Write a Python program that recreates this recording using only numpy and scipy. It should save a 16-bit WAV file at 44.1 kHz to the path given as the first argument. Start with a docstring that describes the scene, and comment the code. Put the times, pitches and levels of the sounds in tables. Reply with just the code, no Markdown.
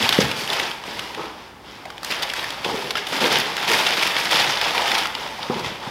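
"""Stiff brown packing paper is pulled from a cardboard box and crumpled by hand in a garage.
First a knock on the box and a burst of snaps: creases buckle in avalanches, the sheet flexes and scrapes.
After a lull, crumpling resumes at 2 s; taps ring the box near 2.7 s. The hands work hardest from
3.2 to 5 s, then ease off over a few last bumps. Bare walls answer throughout, over air and mains hum."""
import sys
import numpy as np
from scipy import signal
from scipy.fft import rfft, irfft, next_fast_len
from scipy.io import wavfile
from scipy.ndimage import uniform_filter1d, map_coordinates

SR = 44100
rng = np.random.default_rng(int(sys.argv[2]) if len(sys.argv) > 2 else 0)


def persist_wave(psi):
    """Save psi, clipped to +-1, as 16-bit WAV."""
    counts = np.round(np.clip(psi, -1, 1) * 32767).astype(np.int16)
    wavfile.write(sys.argv[1], SR, np.atleast_2d(counts).T)


N = 260190

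# Pulls and squeezes. Each row: start in seconds, length in seconds, crumpling in dB,
# fine crackle in dB over the crumpling, flexing in dB, scraping in dB.
HAND_STROKES = [(0.0, 0.05, -22, -11.5, -29, -29), (0.11, 0.11, -24, -10.5, -32, -36),
                (0.35, 0.06, -31, -2, -36, -48), (0.475, 0.16, -26.5, -11.5, -35, -30),
                (0.83, 0.2, -35, -11.5, -38, -41), (1.15, 0.09, -37, -26, -35, -35),
                (1.34, 0.11, -45, -21, -51, -50), (1.62, 0.13, -42, -22, -48, -60),
                (2.02, 0.06, -35, -5, -48, -51), (2.089, 0.045, -26.5, -19, -39, -46),
                (2.18, 0.055, -32, -14, -45, -33), (2.34, 0.055, -29, -9, -42, -46),
                (2.43, 0.06, -35, -14, -46, -44.5), (2.62, 0.25, -31, -10.5, -35, -36.5),
                (2.944, 0.03, -27, -27, -39, -42), (3.05, 0.05, -32, -6.5, -42, -37),
                (3.105, 0.07, -25.5, -9.5, -36, -28), (3.195, 0.07, -20.5, -12, -24, -24.5),
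                (3.30, 0.07, -19.5, -15.5, -28, -27.5), (3.43, 0.08, -30, -17, -39, -36),
                (3.565, 0.08, -29, -16, -40, -31), (3.662, 0.125, -20.5, -9, -31, -26.5),
                (3.85, 0.07, -23.5, -18, -40, -43), (3.95, 0.12, -24.5, -12, -36, -44),
                (4.15, 0.05, -25, -10, -39, -38), (4.296, 0.115, -18.5, -12.5, -32.5, -24),
                (4.46, 0.05, -23, -26, -37, -36), (4.595, 0.09, -23.5, -37, -42, -27.5),
                (4.735, 0.11, -26, -18, -35, -23.5), (4.86, 0.125, -22, -13, -37, -25.5),
                (5.16, 0.09, -34, -14, -40, -31), (5.36, 0.12, -38, -26, -46, -32),
                (5.49, 0.11, -33.5, -15, -34, -32.5), (5.62, 0.055, -29.5, -17.5, -34, -36),
                (5.79, 0.09, -36.5, -19, -41, -32.5)]
# The loose sheet, never quite at rest. Each row: time in seconds, rustle in dB.
LOOSE_RUSTLE = [(0.0, -24.5), (0.45, -34), (0.68, -33), (0.8, -42), (1.08, -37), (1.58, -53), (1.8, -46),
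                (2.01, -45.5), (2.08, -35), (2.5, -35.5), (3.02, -39), (3.55, -33), (3.8, -25), (4.58, -28),
                (5.03, -29), (5.1, -36.5), (5.45, -37), (5.75, -42)]
# Large creases giving way. Each row: start in seconds, level in dB, ring in Hz,
# relative edge level in dB, life in seconds.
CREASE_SNAPS = [(0.0254, -14, 3200, -23, 0.004), (0.0912, -4, 3315, -9, 0.002),
                (0.125, -10.5, 3210, -15, 0.0064), (0.2167, -15.5, 3430, -11.5, 0.005),
                (0.313, -17, 2600, -15.5, 0.0047), (0.476, -17, 2780, -10, 0.0019),
                (0.5008, -14.5, 3600, -18, 0.0032), (0.5296, -17.5, 2760, -9, 0.0072),
                (0.5965, -14, 2170, -15, 0.0038), (0.7129, -20, 3400, -28, 0.0032),
                (0.8381, -23.5, 900, -22, 0.0028), (0.9928, -18, 3420, -11.5, 0.0034),
                (1.1462, -23.5, 2570, -19, 0.0036), (1.8539, -29, 2100, -7, 0.0037),
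                (1.902, -27, 1210, -16, 0.0042), (1.98, -24.5, 3480, -17, 0.0018),
                (2.0311, -21.5, 1130, -8, 0.0027), (2.0464, -17.5, 5930, -7, 0.0021),
                (2.1033, -20, 1780, -27, 0.0059), (2.112, -18, 3470, -4, 0.0023),
                (2.1209, -25, 2910, -20, 0.0083), (2.223, -18, 3500, -4, 0.004),
                (2.2285, -16, 3630, -10, 0.006), (2.298, -18, 3030, -17, 0.0054),
                (2.3355, -18, 1810, -6.5, 0.004), (2.3923, -20.5, 3290, -25, 0.004),
                (2.4413, -16.5, 1820, -16, 0.003), (2.5042, -19, 3290, -9, 0.0028),
                (2.6452, -15, 3050, -28, 0.0043), (2.906, -14.5, 3360, -16, 0.0048),
                (2.9535, -14.5, 1400, -27, 0.005), (2.9691, -17, 2740, -16, 0.003),
                (3.0687, -19.5, 3400, -10, 0.0041), (3.3234, -16.5, 1690, -5, 0.006),
                (3.3563, -8.5, 3200, -29, 0.0023), (3.3859, -15, 3080, 8, 0.0016),
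                (3.567, -15.5, 3130, -11, 0.0025), (3.578, -19, 1560, -21, 0.0058),
                (3.7322, -13, 2000, -12, 0.005), (3.8645, -11.5, 3240, -19, 0.0056),
                (3.9061, -14, 2150, -12, 0.0025), (4.0317, -13.5, 2190, -12, 0.004),
                (4.07, -21, 2760, -4, 0.006), (4.1652, -12.5, 1200, -33, 0.0035),
                (4.2483, -24, 3510, -4, 0.0014), (4.3547, -14, 3340, -22, 0.0058),
                (4.4044, -17, 3600, -25, 0.002), (4.4439, -13, 2780, -16, 0.0027),
                (4.5074, -15, 5000, -9, 0.0012), (4.6134, -10.5, 3080, -29, 0.0021),
                (4.684, -17, 1570, -27, 0.0026), (4.7468, -16.5, 930, -14, 0.008),
                (4.7788, -11.5, 2380, -22, 0.0026), (4.917, -12, 3340, -13, 0.0018),
                (4.98, -16, 3000, -9, 0.007), (5.0553, -14.5, 1200, -28, 0.0035),
                (5.0702, -23, 2800, -1, 0.0027), (5.1502, -16, 3550, -18, 0.0031),
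                (5.4291, -20, 3500, -25, 0.0027)]
# Hollow low resonances of paper and box, including the boom after knocks.
# Each row: start in seconds, level in dB, pitch in Hz, life in seconds.
HOLLOW_RESONANCES = [(0.004, -25, 244, 0.0088), (0.021, -36, 106, 0.032), (0.195, -30, 122, 0.045),
                     (0.554, -34, 504, 0.021), (1.174, -27.5, 404, 0.0095), (1.179, -33, 1170, 0.033),
                     (1.853, -31.5, 756, 0.01), (2.655, -36, 910, 0.06), (2.745, -33.5, 450, 0.1),
                     (3.122, -28, 324, 0.016), (3.215, -24.5, 444, 0.03), (3.316, -22, 443, 0.0069),
                     (3.7, -23.5, 396, 0.015), (5.6, -37, 158, 0.047)]
# Knocks on the box. Each row: start in seconds, level in dB, contact in seconds, relative ring in dB.
BOX_KNOCKS = [(0.1868, 0.5, 0.00071, -32), (2.651, -19, 0.00042, -5.5), (2.6615, -14, 0.00049, -25),
              (2.6875, -16.5, 0.00052, -5), (2.7042, -24, 0.00058, -12), (2.7151, -18, 0.00037, -12),
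              (2.742, -16, 0.00067, -14), (5.4977, -11.5, 0.00082, -4.5), (5.564, -28, 0.0013, -1),
              (5.662, -28, 0.0016, -8), (5.872, -26, 0.0012, -4)]
# Modes of the box. Each row: frequency in Hz, relative level in dB, T60 in seconds.
BOX_MODES = [(134.5, -7.5, 0.41), (171, -13.5, 0.11), (237, -5.5, 0.13), (365, -2, 0.29), (462, 0, 0.23),
             (884, 4, 0.18), (1220, 0.5, 0.093)]
# Box walls under the sliding sheet. Each row: centre in Hz, width in Hz, relative level in dB.
SCRAPE_MODES = [(517, 115, -3), (839, 167, 7), (954, 169, 7), (1260, 290, -3.5)]
# Spectral shapes. Each row: frequency in Hz, relative density in dB.
PAPER_SPECTRUM = [(100, -33), (300, -15), (600, -4.5), (1200, -4), (2000, -1), (2800, -1.9), (3500, -0.5),
                  (4200, -8), (5100, -6), (6300, -16), (8000, -26), (11000, -27), (16000, -38)]  # body of the crackle
EDGE_SPECTRUM = [(2000, -45.5), (4500, 11), (6000, 1), (8000, -3), (10000, -4), (12000, -4), (14000, -8.5),
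                 (16000, -16)]  # its sharp edge
FLEX_SPECTRUM = [(30, -34), (70, -25.5), (110, -3), (150, 1), (230, 1.5), (300, 0.5), (450, 2), (600, -6.5),
                 (900, -16.5), (2000, -49)]  # bending sheet
AIR_SPECTRUM = [(20, -28), (60, -1), (120, -2), (400, -2), (900, -9.5), (1500, -8.5), (4000, -28),
                (8000, -30), (16000, -33)]  # room air
# Decay of the garage. Each row: frequency in Hz, T60 in seconds.
GARAGE_DECAY = [(100, 0.67), (500, 0.71), (2000, 0.67), (5000, 0.06), (12000, 0.43)]


def crumpling(work_db, fine_db):
    """Harder work buckles more creases, in avalanches, over the hiss of sliding paper."""
    avalanche = amp(2.5 * wobble(45) + 3.5 * wobble(220))
    activity = amp(.4 * work_db) * avalanche
    facets = creases(activity, centre_hz=2644, log_spread=1.393, cycles=1.52, size_db=3.0, count=15000)
    fibres = creases(activity, centre_hz=7900, log_spread=0.7, cycles=0.89, size_db=2.5, count=7000)
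    buckle_share = 1 / (1 + amp(-.8 * (work_db + 30.0)))  # moved gently it slides; squeezed it buckles

    def texture(grains, spectrum):
        crackle = levelled(coloured(grains, spectrum), span_s=0.066)
        hiss = coloured(rng.standard_normal(N), spectrum)
        return np.sqrt(buckle_share) * crackle + np.sqrt(1 - buckle_share) * hiss

    return amp(work_db) * texture(facets, PAPER_SPECTRUM) + amp(fine_db) * texture(fibres, EDGE_SPECTRUM)


def creases(activity, centre_hz, log_spread, cycles, size_db, count, size=256):
    """Tiny facets buckle: damped rings of random pitch and size, at a rate that follows the activity."""
    when, pitch, life, strength, side = rng.random((count, 5)).T
    start = np.searchsorted(np.cumsum(activity) / activity.sum(), when)
    hz = np.clip(centre_hz * np.exp(log_spread * (2 * pitch - 1)), 200, SR / 2.5)[:, None]
    tau_s = cycles * (.5 + life[:, None]) / hz
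    gain = np.sign(side - .5) * amp(size_db * np.minimum(-np.log(strength), 4))  # many small, few large
    t = np.arange(size) / SR
    rings = gain[:, None] * np.sin(2 * np.pi * hz * t) * np.exp(-t / tau_s) / np.sqrt(tau_s)
    crackle = np.bincount((start[:, None] + np.arange(size)).ravel(), rings.ravel(), N + size)[:N]
    spectrum = rfft(crackle)
    power = np.abs(uniform_filter1d(np.abs(spectrum) ** 2, 3001))
    return unit(irfft(spectrum / np.sqrt(power + power.max() / 1000), N))  # whitened


def hands():
    """The same movements drive crumpling, fine crackle, flexing and scraping: four curves in dB."""
    rustle_db = np.interp(np.arange(N) / SR, *np.transpose(LOOSE_RUSTLE))
    _, _, work_db, fine_db, flex_db, scrape_db = np.transpose(HAND_STROKES)
    low_db = 0.58 * rustle_db  # low sounds grow more slowly than the rustle
    return (stroke_level_db(rustle_db, work_db),
            stroke_level_db(rustle_db - 11.5, work_db + fine_db),
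            stroke_level_db(low_db - 23, flex_db),
            stroke_level_db(low_db - 17.5, scrape_db))


def stroke_level_db(loose_db, peaks_db, sag_db_per_s=8, release_db_per_s=115):
    """Each stroke takes hold, tires and lets go; its power adds to that of the loose sheet."""
    power = amp(loose_db) ** 2
    t = np.arange(SR // 2) / SR
    for (start_s, length_s, work_db, *_), peak_db in zip(HAND_STROKES, peaks_db):
        attack_s = 0.025 * 2 ** ((-25 - work_db) / 14)  # 14 dB gentler takes twice as long
        fall_db = sag_db_per_s * t + release_db_per_s * np.maximum(t - length_s, 0)
        add(power, start_s, (np.minimum(t / attack_s, 1) * amp(peak_db - fall_db)) ** 2)
    return 10 * np.log10(power)


def snaps(rows, size=2048):
    """A large crease runs for milliseconds: a swelling burst, the ring of its facet, a sharp edge."""
    out, t = np.zeros(N), np.arange(size) / SR
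    for start_s, db, hz, edge_db, life_s in rows:
        burst = coloured(rng.standard_normal(size), PAPER_SPECTRUM)
        ring = ringing(hz, q=3, size=size)
        edge = amp(edge_db + 3.0) * coloured(rng.standard_normal(size), EDGE_SPECTRUM)
        envelope = (1 - np.exp(-t / life_s / 0.11)) * np.exp(-(t / life_s) ** 2 / 2)
        snap = (amp(-3) * (burst + ring) + edge) * envelope
        add(out, start_s, amp(db) * snap * np.sqrt(life_s * SR / 2) / np.linalg.norm(snap))
    return out


def stray_snaps(work_db, count):
    """Lesser creases give way by chance, more often under harder work. Rows as in CREASE_SNAPS."""
    activity = np.cumsum(amp(0.5 * work_db))
    start = np.searchsorted(activity / activity[-1], (np.arange(count) + rng.random(count)) / count)
    level, pitch, edge, life = rng.standard_normal((count, 4)).T
    db = work_db[start] + 6.5 + 1.04 * level
    hz = np.clip(2390 * np.exp(0.42 * pitch), 600, SR / 8)
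    edge_db = -15 + 4.3 * edge
    life_s = 0.0042 * np.exp(0.37 * life)
    return np.transpose([start / SR, db, hz, edge_db, life_s])


def flexing(flex_db):
    """The broad sheet rumbles as it bends."""
    activity = amp(.5 * flex_db + 3 * wobble(30))
    buckles = creases(activity, centre_hz=897, log_spread=1.085, cycles=0.73, size_db=3.0, count=2500)
    return amp(flex_db - 3.5) * levelled(coloured(buckles, FLEX_SPECTRUM), span_s=0.104)


def scraping(scrape_db):
    """The sheet catches and slips on the resonant box walls."""
    def walls(hz):
        return sum((-1) ** k * amp(db) * 1j * hz * width_hz / (mode_hz**2 - hz**2 + 1j * hz * width_hz)
                   for k, (mode_hz, width_hz, db) in enumerate(SCRAPE_MODES))

    slips = rng.standard_normal(N) * amp(3.3 * wobble(70))
    return amp(scrape_db - 2.0) * levelled(filtered(slips, walls), span_s=0.054)


def hollow_resonances(size=16384, knots_per_s=110):
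    """Hollow, fluttering low resonances of paper and box, including the boom after knocks."""
    out, t = np.zeros(N), np.arange(size) / SR
    for start_s, db, hz, life_s in HOLLOW_RESONANCES:
        band = signal.butter(2, [hz / 1.27, hz * 1.183], "band", fs=SR, output="sos")
        flutter = amp(2.5 * map_coordinates(rng.standard_normal(64), [t * knots_per_s], mode="wrap"))
        ring = signal.sosfilt(band, rng.standard_normal(size) * flutter * np.exp(-t / life_s / 2))
        add(out, start_s, amp(db) * ring * np.sqrt(life_s * SR) / np.linalg.norm(ring))
    return out


def box_knocks(rebound_s=0.003, full_drive_cycles=0.16):
    """A panel is pushed in and springs back; the box rings dully. Brief taps drive low modes less."""
    def swing(u):
        return ((u - 4) ** 2 - 1) * np.exp(-(u - 4) ** 2 / 2)

    out, t = np.zeros(N), np.arange(SR // 3) / SR
    onset = 1 - np.exp(-t / 0.0027)
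    for start_s, db, contact_s, ring_db in BOX_KNOCKS:
        push = swing(t / contact_s) - 0.49 * swing((t - rebound_s) / contact_s)
        ring = np.zeros(len(t))
        for hz, mode_db, t60_s in BOX_MODES:
            drive = min(hz * contact_s / full_drive_cycles, 1)
            ring += drive * amp(mode_db - 60 * t / t60_s) * ringing(hz, q=3.8, size=len(t))
        add(out, start_s, amp(db) * (push + amp(ring_db - 10.5) * ring * onset))
    return out


def garage(x, block=2048, delay_s=0.005):
    """Diffuse wall echo, treble dying first. A new tail per block: the pattern shifts as paper moves."""
    out = np.zeros(N)
    hz, t, noise = signal.stft(rng.standard_normal((N // block + 1, SR // 2)), SR, nperseg=256)
    t60_s = interp_log_hz(GARAGE_DECAY, hz)[:, None]
    _, tails = signal.istft(noise * amp(-60 * t / t60_s), SR, nperseg=256)
    for start, tail in zip(range(0, N, block), tails):
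        echo = signal.fftconvolve(x[start:start + block], tail / np.linalg.norm(tail))
        add(out, start / SR + delay_s, echo)
    return out


def background(mains_hz=59.6):
    """Room air and a faint, wavering mains hum."""
    hum = amp(-57.5) * np.sin(2 * np.pi * mains_hz * np.arange(N) / SR) * amp(wobble(3.1))
    return amp(-46.0) * coloured(rng.standard_normal(N), AIR_SPECTRUM) + hum


def amp(db):
    """Decibels to gain."""
    return 10 ** (np.asarray(db) / 20)


def unit(x):
    """Scale to rms 1."""
    return x / np.sqrt(np.mean(x ** 2) + 1e-20)


def interp_log_hz(points, hz):
    """Interpolate (Hz, value) points on a log axis."""
    knots_hz, values = np.transpose(points)
    return np.interp(np.log(hz + 1), np.log(knots_hz), values)


def wobble(knots_per_s):
    """Smooth random curve."""
    return map_coordinates(rng.standard_normal(8192), [np.arange(N) * knots_per_s / SR], mode="wrap")


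def filtered(x, response):
    """Apply a complex response, a function of Hz."""
    size = next_fast_len(N + SR // 2, True)
    return irfft(rfft(x, size) * response(np.fft.rfftfreq(size, 1 / SR)), size)[:N]


def coloured(x, spectrum, size=4096):
    """Minimum-phase filter of unit energy; attacks stay sharp."""
    gain = amp(interp_log_hz(spectrum, np.fft.rfftfreq(size, 1 / SR)))
    cepstrum = irfft(np.log(gain))
    cepstrum[1:size // 2] *= 2
    cepstrum[size // 2 + 1:] = 0
    kernel = irfft(np.exp(rfft(cepstrum)))
    return signal.oaconvolve(x, kernel / np.linalg.norm(kernel))[:len(x)]


def ringing(hz, q, size):
    """Noise of rms 1 in one steep-sided resonance."""
    ratio = 1 + 1 / (2 * max(q, 1))
    band = signal.butter(2, [hz / ratio, min(hz * ratio, SR / 2.2)], "band", fs=SR, output="sos")
    return unit(signal.sosfilt(band, rng.standard_normal(2 * size))[size:])


def levelled(x, span_s):
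    """Even out the slow level, keep the crackle."""
    power = np.abs(uniform_filter1d(x ** 2, max(int(span_s * SR), 2)))
    return x / np.sqrt(power + 1e-4)


def add(track, start_s, sound):
    """Mix a sound into the track."""
    part = track[max(round(start_s * SR), 0):][:len(sound)]
    part += sound[:len(part)]


def scene():
    """Paper and box in the garage, mono."""
    work_db, fine_db, flex_db, scrape_db = hands()
    rustle = crumpling(work_db, fine_db) + flexing(flex_db) + scraping(scrape_db) + hollow_resonances()
    cracks = snaps([*CREASE_SNAPS, *stray_snaps(work_db, count=28)])
    knocks = box_knocks()
    room = garage(amp(-8.5) * rustle + amp(-12) * cracks + amp(-9) * knocks)
    return (rustle + cracks + knocks + room + background())[None]


def record(dry, cutoff_hz=15880):
    """Soft-clip the highest peaks, then cut the top treble."""
    rounded = dry[0] / (1 + dry[0] ** 8) ** (1 / 8)
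    return filtered(rounded, lambda hz: hz < cutoff_hz)[None]


dry = scene()
out = record(dry)
persist_wave(out)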